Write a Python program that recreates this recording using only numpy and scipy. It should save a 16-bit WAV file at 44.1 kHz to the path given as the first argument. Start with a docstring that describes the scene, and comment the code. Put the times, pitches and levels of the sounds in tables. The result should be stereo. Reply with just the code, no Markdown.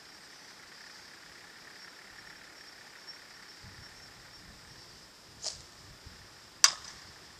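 """Batting practice on an open softball field. Insects and a few thin birds sing from the start, over the
rasping puffs of a far engine. Midway a light breeze picks up on the microphone and the engine ebbs.
At 5.4 s a launcher lobs a ball with a hollow pop and a whistling spit of air. At 6.6 s the bat meets it
with one sharp, ringing crack that overloads the microphone and echoes from fences, banks and trees,
while the engine drifts back in."""
import sys
import numpy as np
from scipy.fft import rfft, irfft, next_fast_len
from scipy.io import wavfile
from scipy.ndimage import map_coordinates

SR = 44100
rng = np.random.default_rng(int(sys.argv[2]) if len(sys.argv) > 2 else 0)


def unload_wav(signal):
    """Save mono or channel-first audio to the path in sys.argv[1] as 16-bit WAV at rate SR, clipped to [-1, 1]."""
    wavfile.write(
        sys.argv[1],
        SR,
        np.round(np.clip(np.atleast_2d(signal).T, -1, 1) * 32767).astype(np.int16),
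    )


N = 326119
T = np.arange(N) / SR
HIT_S = 6.6412  # bat meets ball


def bat():
    """The blow sets off ringing tones under a bright contact snap and a short burst of noise."""
    # ringing tones of the crack, including a late-swelling ring near 5 kHz:
    # pitch_hz, level_db, t60_s, rise_s, left_over_right_db
    tones = [(300, -24, 0.013, .0003, 0.5), (560, -14, 0.013, .0003, 0.5), (840, -13, 0.011, .0003, -2.5),
             (1106, -4.5, .046, .0035, 6), (1470, -16.5, 0.041, 0.0011, 14.5),
             (1610, -20.5, .054, .0003, 10), (1710, -3.5, 0.015, 0.00019, -4.5),
             (2030, -16, .022, .0003, 0), (2190, -18, 0.096, .002, -2), (2712, -23.5, 0.085, .0005, 9),
             (3220, -26, 0.068, .0005, -4), (3740, -23, 0.075, .00055, -5), (4480, -23, 0.056, .001, -14),
             (4660, -19, 0.076, .001, -1), (4875, -.5, 0.032, 0.0038, -12), (5060, -22, .06, .004, 0),
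             (5030, -14, 0.033, .001, -4), (5600, -24, .05, .001, -2), (5800, -25, 0.042, .0004, 1),
             (6047, -4, 0.027, 0.00012, 1.5), (7230, -25, .06, .001, -1), (7180, -21, .028, .00026, 0),
             (7220, -21, 0.032, .0005, -9), (7750, -36, 0.033, .0003, 4), (8100, -34, .035, .0003, 0),
             (8700, -29, .02, .0003, 0)]
    # spectrum of the first instant of contact: frequency_hz, relative_db
    contact_eq = [(1000, -20), (5000, -2), (8000, 0), (11000, -12), (14000, -5), (16000, -5)]
    # spectrum of the noisy body of the crack: frequency_hz, relative_db
    crack_eq = [(60, -28), (250, -23), (650, -16), (1100, -3), (1400, 0), (1800, 3), (2500, -7.5),
                (4100, -7.5), (5100, 3.5), (6100, 1), (7500, -1.5), (9500, -17), (14000, -31)]
    t, ring = T[:SR // 2], np.zeros((2, N))
    for hz, db, t60, rise, side_db in tones:
        tone = np.sin(2 * np.pi * hz * t + rng.uniform(0, 2 * np.pi))
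        add(ring, HIT_S, pan(side_db) * amp(db) * decay(t, t60, rise) * tone)
    contact = amp(-12) * decay(T - HIT_S, t60=.0064, rise=.0004)
    snap = contact * noise(contact_eq, alike_hz=8000, lag_ms=.04)
    # the blow arrives again 3.7 ms later, off the packed dirt
    direct, bounced = (decay(T - s, t60=.034, rise=.00017) for s in (HIT_S, HIT_S + .0037))
    burst = amp(-10) * np.hypot(direct, amp(-4) * bounced) * noise(crack_eq, alike_hz=3950, lag_ms=.074)
    return ports(ring, lag_ms=.04) + snap + burst


def echoes():
    """The crack returns bright from fences and hollow from banks, then lingers over ground and trees."""
    # reflectors, each favouring one tone: delay_s, bright_db, dull_db, t60_s, tone_hz, tone_db
    reflectors = [(0.012, -15, -17.5, 0.055, 5450, -29), (0.02, -29, -24, .008, 5200, -27),
                  (.036, -26, -40, .05, 5000, -28), (.042, -26, -25.5, 0.042, 1750, -27),
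                  (0.06, -28, -25, 0.011, 4900, -30), (0.065, -33, -23.5, .008, 5100, -31),
                  (.073, -30, -32, .05, 5300, -28), (0.085, -47, -36, 0.059, 1110, -37),
                  (.103, -40, -46, 0.035, 5200, -41), (.114, -46, -40, .025, 1750, -33),
                  (.087, -55, -54, .12, 1260, -33), (.131, -46, -54, .1, 1260, -37),
                  (.202, -37, -40, .07, 5100, -41), (.237, -35, -46, .035, 6060, -28.5),
                  (.26, -46, -43, 0.1, 6060, -48), (.376, -45, -45, .046, 4950, -45)]
    # low answers from the far banks: delay_s, level_db, t60_s, pitch_hz
    banks = [(.058, -36, .06, 687), (.083, -32.5, .06, 580)]
    # spectrum of the crack scattered over the field: frequency_hz, relative_db
    scatter_eq = [(100, -22), (350, -20), (600, -4.5), (850, -2.5), (1120, 6), (1450, -6.5), (1750, -2),
                  (2500, -12), (3600, 0.5), (4300, -5.5), (5050, 1), (6000, -3), (7800, -6.5), (9400, -18),
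                  (10500, -50), (14000, -70)]
    # spectrum of the rough part of the banks' answers: frequency_hz, relative_db
    boom_eq = [(200, -30), (400, -5), (600, 2), (750, -2), (1000, -16), (2000, -50)]
    # spectrum of the soft wash from the tree line: frequency_hz, relative_db
    trees_eq = [(300, -22), (800, -3), (1150, -8), (1400, -10), (1750, 5), (2000, -9), (2220, -3),
                (2600, -17), (4300, -12), (5000, -7), (5900, -6), (6500, -15), (7400, -7), (9500, -32),
                (12000, -65)]
    # spectrum of the crack off wire mesh and posts: frequency_hz, relative_db
    mesh_eq = [(500, -38), (1700, -19), (2500, -9), (3300, -7), (4200, -14), (4950, 10), (5300, -1),
               (5650, 1), (6050, -4), (6500, -17), (7400, -8), (9000, -20), (12000, -57)]
    t = T - HIT_S
    bright, dull, tones = np.zeros((3, N))
    for delay, bright_db, dull_db, t60, hz, tone_db in reflectors:
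        shape = decay(t - delay, t60, rise=.05 * t60)  # a longer-ringing reflector has a softer attack
        bright += amp(bright_db) * shape
        dull += amp(dull_db) * shape
        tones += amp(tone_db) * shape * np.sin(2 * np.pi * hz * t + .4 * wobble(300))
    near = amp(-21.5) * decay(t, t60=.19, rise=.0032)
    far = amp(-42.5) * decay(t, t60=1.6, rise=.084)
    scatter = np.sqrt(dull ** 2 + near ** 2 + far ** 2) * noise(scatter_eq, alike_hz=1780, lag_ms=.23)
    rough = amp(-3) * noise(boom_eq, alike_hz=1800, lag_ms=.13)
    booms = np.zeros((2, N))
    for delay, db, t60, hz in banks:
        hollow = np.sin(2 * np.pi * hz * t + .4 * wobble(200))
        booms += amp(db) * decay(t - delay, t60, rise=.003) * (hollow + rough)
    trees = amp(-44) * decay(t - .2, t60=.46, rise=.026) * noise(trees_eq, alike_hz=1500, lag_ms=.27)
    fences = amp(-3.5) * bright * noise(mesh_eq, alike_hz=4000, lag_ms=.046)
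    ringing = ports(tones, lag_ms=.13)
    return scatter + pan(5.1) * booms + trees + pan(-10.5) * fences + pan(-1.5) * ringing


def launcher():
    """A hollow double pop inside a crackling spit of air that swells, falls quickly and trails off."""
    # thumps that make up the pop: start_s, level_db, pitch_hz, t60_s
    thumps = [(5.4452, -31, 417, 0.033), (5.4577, -23, 473, 0.016), (5.4578, -23, 800, 0.017),
              (5.4634, -21.5, 625, 0.039), (5.481, -27, 614, .055)]
    # sharp snaps in the air burst: start_s, level_db
    snaps = [(5.4444, -25.5), (5.4548, -37), (5.458, -29), (5.465, -26), (5.469, -31), (5.4722, -28),
             (5.480, -26), (5.4842, -24), (5.503, -32), (5.507, -35), (5.519, -35), (5.5498, -39),
             (5.606, -31.5)]
    # spectrum of the air burst as heard, with the microphone's 5 kHz resonance: frequency_hz, relative_db
    spit_eq = [(200, -14), (600, 3.5), (1200, -8), (2400, -14), (3700, -10), (4500, -1.5), (5050, 2.5),
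               (6000, -3), (7400, -2.5), (8600, -12), (10000, -19), (14000, -61)]
    peak_s, rise_db_per_s, fall_db_per_s, trail_db_per_s = 5.467, 360, 202, 28
    t, pop = T[:SR // 4], np.zeros(N)
    for s, db, hz, t60 in thumps:
        add(pop, s, amp(db) * decay(t, t60, rise=.00045) * np.sin(2 * np.pi * hz * t))
    before, after = np.maximum(peak_s - T, 0), np.maximum(T - peak_s, 0)
    release = amp(-36 - fall_db_per_s * after) + amp(-53.5 - trail_db_per_s * after)
    flow = release * amp(1.5 * wobble(300) - rise_db_per_s * before)
    for s, db in snaps:
        add(flow, s, amp(db) * decay(t, t60=.0054, rise=.0001))
    air = flow * noise(spit_eq, alike_hz=5030, lag_ms=.09)
    return ports(pop + whistle(), lag_ms=.084) + pan(-3.5) * air


def whistle():
    """The first air through the launcher's mouth sounds a short, unsteady rising tone."""
    peak_s, glide_s, fade_db_per_s = 5.438, .02, 950
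    hz = np.interp(T, [peak_s - glide_s, peak_s], [4800, 6900]) * (1 + .026 * wobble(900))
    level = amp(-39.5 - fade_db_per_s * np.abs(T - peak_s))
    return level * np.sin(2 * np.pi * np.cumsum(hz) / SR)


def insects():
    """A shimmering far chorus, nearer buzzes that swell out of it, and one cricket chirping unevenly."""
    # spectrum of the far chorus: frequency_hz, relative_db
    chorus_eq = [(2500, -23), (3400, -8.5), (4300, -6.5), (4900, 2), (5450, 1.5), (5750, -3.5),
                 (6000, -7.5), (6350, -10.5), (7500, -8), (8500, -15), (9500, -40), (14000, -62)]
    # spectrum of the nearer insects: frequency_hz, relative_db
    buzz_eq = [(3000, -24), (4100, -10), (4550, 0), (5000, 1.5), (5400, 0), (6000, -8), (6600, -20),
               (8000, -19), (11000, -52)]
    # swells of the nearer insects: peak_s, level_db, half_length_s
    buzzes = [(.3, -62, 0.35), (.95, -57, 0.2), (1.72, -60.5, 0.25), (2.69, -60.5, 0.1), (3.52, -58, 0.27),
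              (4.86, -58.5, 0.15), (6.15, -62, .15), (7.0, -58, 0.2)]
    # the cricket's chirps: peak_s, relative_db, half_length_s, pitch_hz
    chirps = [(.097, -56, 0.009, 5560), (.145, -55, 0.009, 5490), (0.308, -55, .01, 5420),
              (1.803, -52, 0.0072, 5500), (1.837, -49.5, 0.01, 5500), (1.895, -58, .012, 5485),
              (1.965, -59, .015, 5510), (2.194, -52, 0.01, 5490), (2.275, -58, .012, 5490),
              (2.318, -58, .015, 5470), (2.37, -55, .01, 5480), (2.47, -58, .008, 5490),
              (2.58, -55, 0.0093, 5490), (2.615, -52, 0.0092, 5480), (2.687, -51, 0.0098, 5500),
              (2.99, -59, .014, 5500), (3.037, -58, .015, 5490), (3.098, -42, .014, 5470),
              (3.15, -51.5, .012, 5510), (3.358, -56, 0.014, 5490), (3.499, -50.5, 0.0074, 5360),
              (3.509, -53, 0.009, 5480), (3.547, -57, .009, 5470), (3.853, -51, 0.021, 5470),
              (3.984, -57, .022, 5480), (4.044, -53, .018, 5440), (4.352, -51, 0.017, 5470),
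              (4.71, -58, .021, 5480), (4.806, -58, 0.023, 5450)]
    shimmer = amp(-56.5 + .36 * wobble(9) + 1.13 * wobble(70))
    chorus = shimmer * noise(chorus_eq, alike_hz=2500, lag_ms=.32)
    buzz_level = sum(amp(db) * swell(s, half) for s, db, half in buzzes)
    buzz = buzz_level * amp(1.7 * wobble(70)) * noise(buzz_eq, alike_hz=2500, lag_ms=.28)
    waver = .34 * wobble(120)
    song = sum(amp(db) * swell(s, half) * np.sin(2 * np.pi * hz * T + waver)
               for s, db, half, hz in chirps)
    return pan(-6) * (chorus + buzz) + amp(2.5) * pan(-1) * ports(song, lag_ms=.074)


def engine():
    """A far engine to the right: each firing is a rasping puff that rings the housing, over a drone."""
    # the engine holds, fades and comes back twice: time_s, relative_db
    fader = [(0, -57), (.65, -55.5), (2.35, -55), (3.8, -55.5), (4.75, -62), (5.33, -70.5), (6.15, -60),
             (6.58, -68.5), (6.85, -58), (7.39, -63)]
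    # engine speed: time_s, firings_per_s
    speed = [(0, 33.4), (.6, 33.3), (1.3, 33.15), (1.9, 35.35), (2.5, 35.45), (3, 33.9), (3.6, 34.5),
             (4.1, 35.75), (4.8, 35.35), (5.4, 35.4), (6, 34.3), (7.39, 35.55)]
    # a limping cycle, one weak firing and two strong: place_in_cycle (0-1), relative_db
    cylinders = [(.27, -1), (.57, 0), (.935, 0)]
    # firings that knock harder: peak_s, boost_db
    knocks = [(.635, 3.5), (.72, 4.5), (.81, 4), (.90, 5), (1.445, 4), (1.707, 4), (1.877, 4.5),
              (2.185, 1.5), (2.303, 6), (2.425, 2), (2.668, 3), (3.165, 3), (3.43, 1)]
    # resonances of the housing: centre_hz, width_hz, relative_db
    resonances = [(845, 40, -4), (1436, 38, -6.5), (1800, 153, -0.5)]
    # spectrum of the rasp: frequency_hz, relative_db
    rasp_eq = [(300, -30), (700, -11.5), (1100, -15.5), (1500, -2.5), (1900, -2), (2300, -1.5), (2700, -1),
               (3100, -5), (3600, -20), (6000, -19), (10000, -49)]

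    def housing(f):
        """The resonances act as parallel band-pass filters."""
        return sum(amp(db) * 1j * f * width / (hz ** 2 - f ** 2 + 1j * f * width)
                   for hz, width, db in resonances)

    cycle_hz = curve(speed) / len(cylinders)
    cycles = np.cumsum(cycle_hz) / SR
    force = amp(.9 * wobble(30) + sum(db * swell(s, half=.014) for s, db in knocks))
    puffs = sum(amp(db) * decay((cycles - place) % 1 / cycle_hz, t60=.069, rise=.012)
                for place, db in cylinders)
    rasp = unit((force * puffs + .06) * noise(rasp_eq, alike_hz=14100, lag_ms=.36))
    strikes = force * puffs ** 2 * rng.standard_normal(N)
    ring = unit(filtered(ports(strikes, lag_ms=.33), housing))
    drone = ports(np.sin(2 * np.pi * 15 * cycles + .7 * wobble(12)), lag_ms=.24)
    level_db = curve(fader)
    ring_db = -58 + .77 * (level_db - level_db.max())  # the ring fades less than the rasp
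    return amp(level_db - .2) * rasp + amp(ring_db) * ring + amp(-59 + 3.1 * wobble(6)) * drone


def breeze():
    """A light wind picks up midway and breaks into different lumps on each microphone port."""
    # gusts that bump the microphone: peak_s, level_db, half_length_s
    gusts = [(0.663, -68, 0.021), (2.245, -62, 0.12), (3.675, -48, 0.038), (3.802, -43.5, 0.021),
             (4.22, -56, .05), (4.5, -48.5, 0.043), (4.733, -54.5, 0.037), (5.593, -49, .025),
             (5.84, -54.5, 0.059), (6.074, -47, 0.0098), (6.128, -53, .025)]
    # spectrum of the buffeting: frequency_hz, relative_db
    buffet_eq = [(20, -9), (50, -0.5), (105, -0.5), (180, -6), (300, -19.5), (700, -42), (2000, -90)]
    steady = amp(np.interp(T, [3.58, 3.68], [-69.5, -59.5]) + 2.2 * wobble(8.1))
    gust_power = sum((amp(db) * swell(s, half)) ** 2 for s, db, half in gusts)
    lumps = unit(amp(2.5 * np.array([wobble(40), wobble(40)])))
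    return np.sqrt(steady ** 2 + gust_power) * lumps * noise(buffet_eq, alike_hz=29.8, lag_ms=.1)


def far_notes():
    """Thin, slightly wavering far notes: bird whistles and one longer insect tone near 6 kHz."""
    # thin far notes: peak_s, level_db, half_length_s, pitch_hz, glide_hz_per_s
    notes = [(.23, -64, .04, 8400, -4500), (.43, -61, 0.1, 5950, 1), (1.0, -65, .04, 6450, -2),
             (3.99, -64, .035, 6280, -3), (4.657, -66, .035, 8300, -4000), (4.98, -65, .04, 6120, -2)]
    song = np.zeros(N)
    for s, db, half, hz, glide in notes:
        phase = 2 * np.pi * np.cumsum(hz + glide * (T - s) + 80 * wobble(300)) / SR
        song += amp(db) * swell(s, half) * np.sin(phase)
    return ports(song, lag_ms=.086)


def ambience():
    """A bed of distant rumble under the microphone's own fine hiss."""
    # spectrum of the far surroundings: frequency_hz, relative_db
    rumble_eq = [(20, -24), (60, -11), (120, -4.5), (172, 1), (230, -5.5), (380, -6.5), (560, -17.5),
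                 (1200, -15), (2000, -19.5), (2700, -20.5), (3800, -18.5), (9000, -73)]
    # spectrum of the microphone's hiss: frequency_hz, relative_db
    hiss_eq = [(30, -14), (300, 6), (1200, -1), (2500, -6.5), (5000, -6.5), (9000, -9.5), (11000, -15),
               (14400, -14.5), (14900, -45)]
    rumble = amp(-53 + .55 * wobble(2.86)) * noise(rumble_eq, alike_hz=2050, lag_ms=.28)
    return rumble + amp(-57.5) * noise(hiss_eq, alike_hz=100, lag_ms=.11)


def amp(db):
    """Decibels to gain."""
    return 10 ** (np.asarray(db) / 20)


def unit(x):
    """Scale to rms 1."""
    return x / np.sqrt(np.mean(x ** 2) + 1e-20)


def curve(points):
    """Straight lines through (time_s, value) points, one value per sample."""
    return np.interp(T, *np.transpose(points))


def wobble(rate):
    """A smooth random curve with rate knots a second."""
    return map_coordinates(rng.standard_normal(int(N * rate / SR) + 4), [T * rate])


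def swell(s, half):
    """A bell-shaped rise and fall around time s."""
    return np.exp(-((T - s) / half) ** 2 / 2)


def decay(t, t60, rise):
    """A struck envelope: silent before t = 0, a quick rise, an exponential fall."""
    t = np.maximum(t, 0)
    return np.exp(-np.log(1000) * t / t60) * (1 - np.exp(-t / rise))


def filtered(x, response):
    """Filter x by a complex response of frequency."""
    size = next_fast_len(N + SR // 2)
    return irfft(rfft(x, size) * response(np.fft.rfftfreq(size, 1 / SR)), size)[..., :N]


def pan(db):
    """Left and right gains for a level difference; positive leans left."""
    return amp(np.array([[db], [-db]]) / 2)


def ports(x, lag_ms):
    """One wave at both microphone ports, the left one lag_ms later."""
    delay_s = lag_ms / 1000 * np.array([[.5], [-.5]])
    return filtered(x, lambda hz: np.exp(-2j * np.pi * hz * delay_s))


def noise(spectrum, alike_hz, lag_ms):
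    """Stereo noise of rms 1, shaped by (Hz, dB) points; both ports hear one wave below alike_hz."""
    shared = lambda hz: 1 / np.sqrt(1 + (hz / alike_hz) ** 2)
    common = filtered(ports(rng.standard_normal(N), lag_ms), shared)
    own = filtered(rng.standard_normal((2, N)), lambda hz: np.sqrt(1 - shared(hz) ** 2))
    points_hz, db = np.transpose(spectrum)
    eq = lambda hz: amp(np.interp(np.log(hz + 1), np.log(points_hz), db))
    return unit(filtered(common + own, eq))


def add(track, s, sound):
    """Mix a short sound into the track at time s."""
    part = track[..., round(s * SR):][..., :sound.shape[-1]]
    part += sound[..., :part.shape[-1]]


def scene():
    """The launch and the hit over the life of the field."""
    return bat() + echoes() + launcher() + insects() + far_notes() + engine() + breeze() + ambience()


def record(dry):
    """Flip the right channel's polarity, soft-clip the crack at full scale and cut the top steeply."""
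    top_hz = 15400
    flipped = dry * np.array([[1], [-1]])
    clipped = flipped / (1 + np.abs(flipped) ** 6) ** (1 / 6)
    return filtered(clipped, lambda hz: 1 / np.sqrt(1 + (hz / top_hz) ** 120))


dry = scene()
out = record(dry)
unload_wav(out)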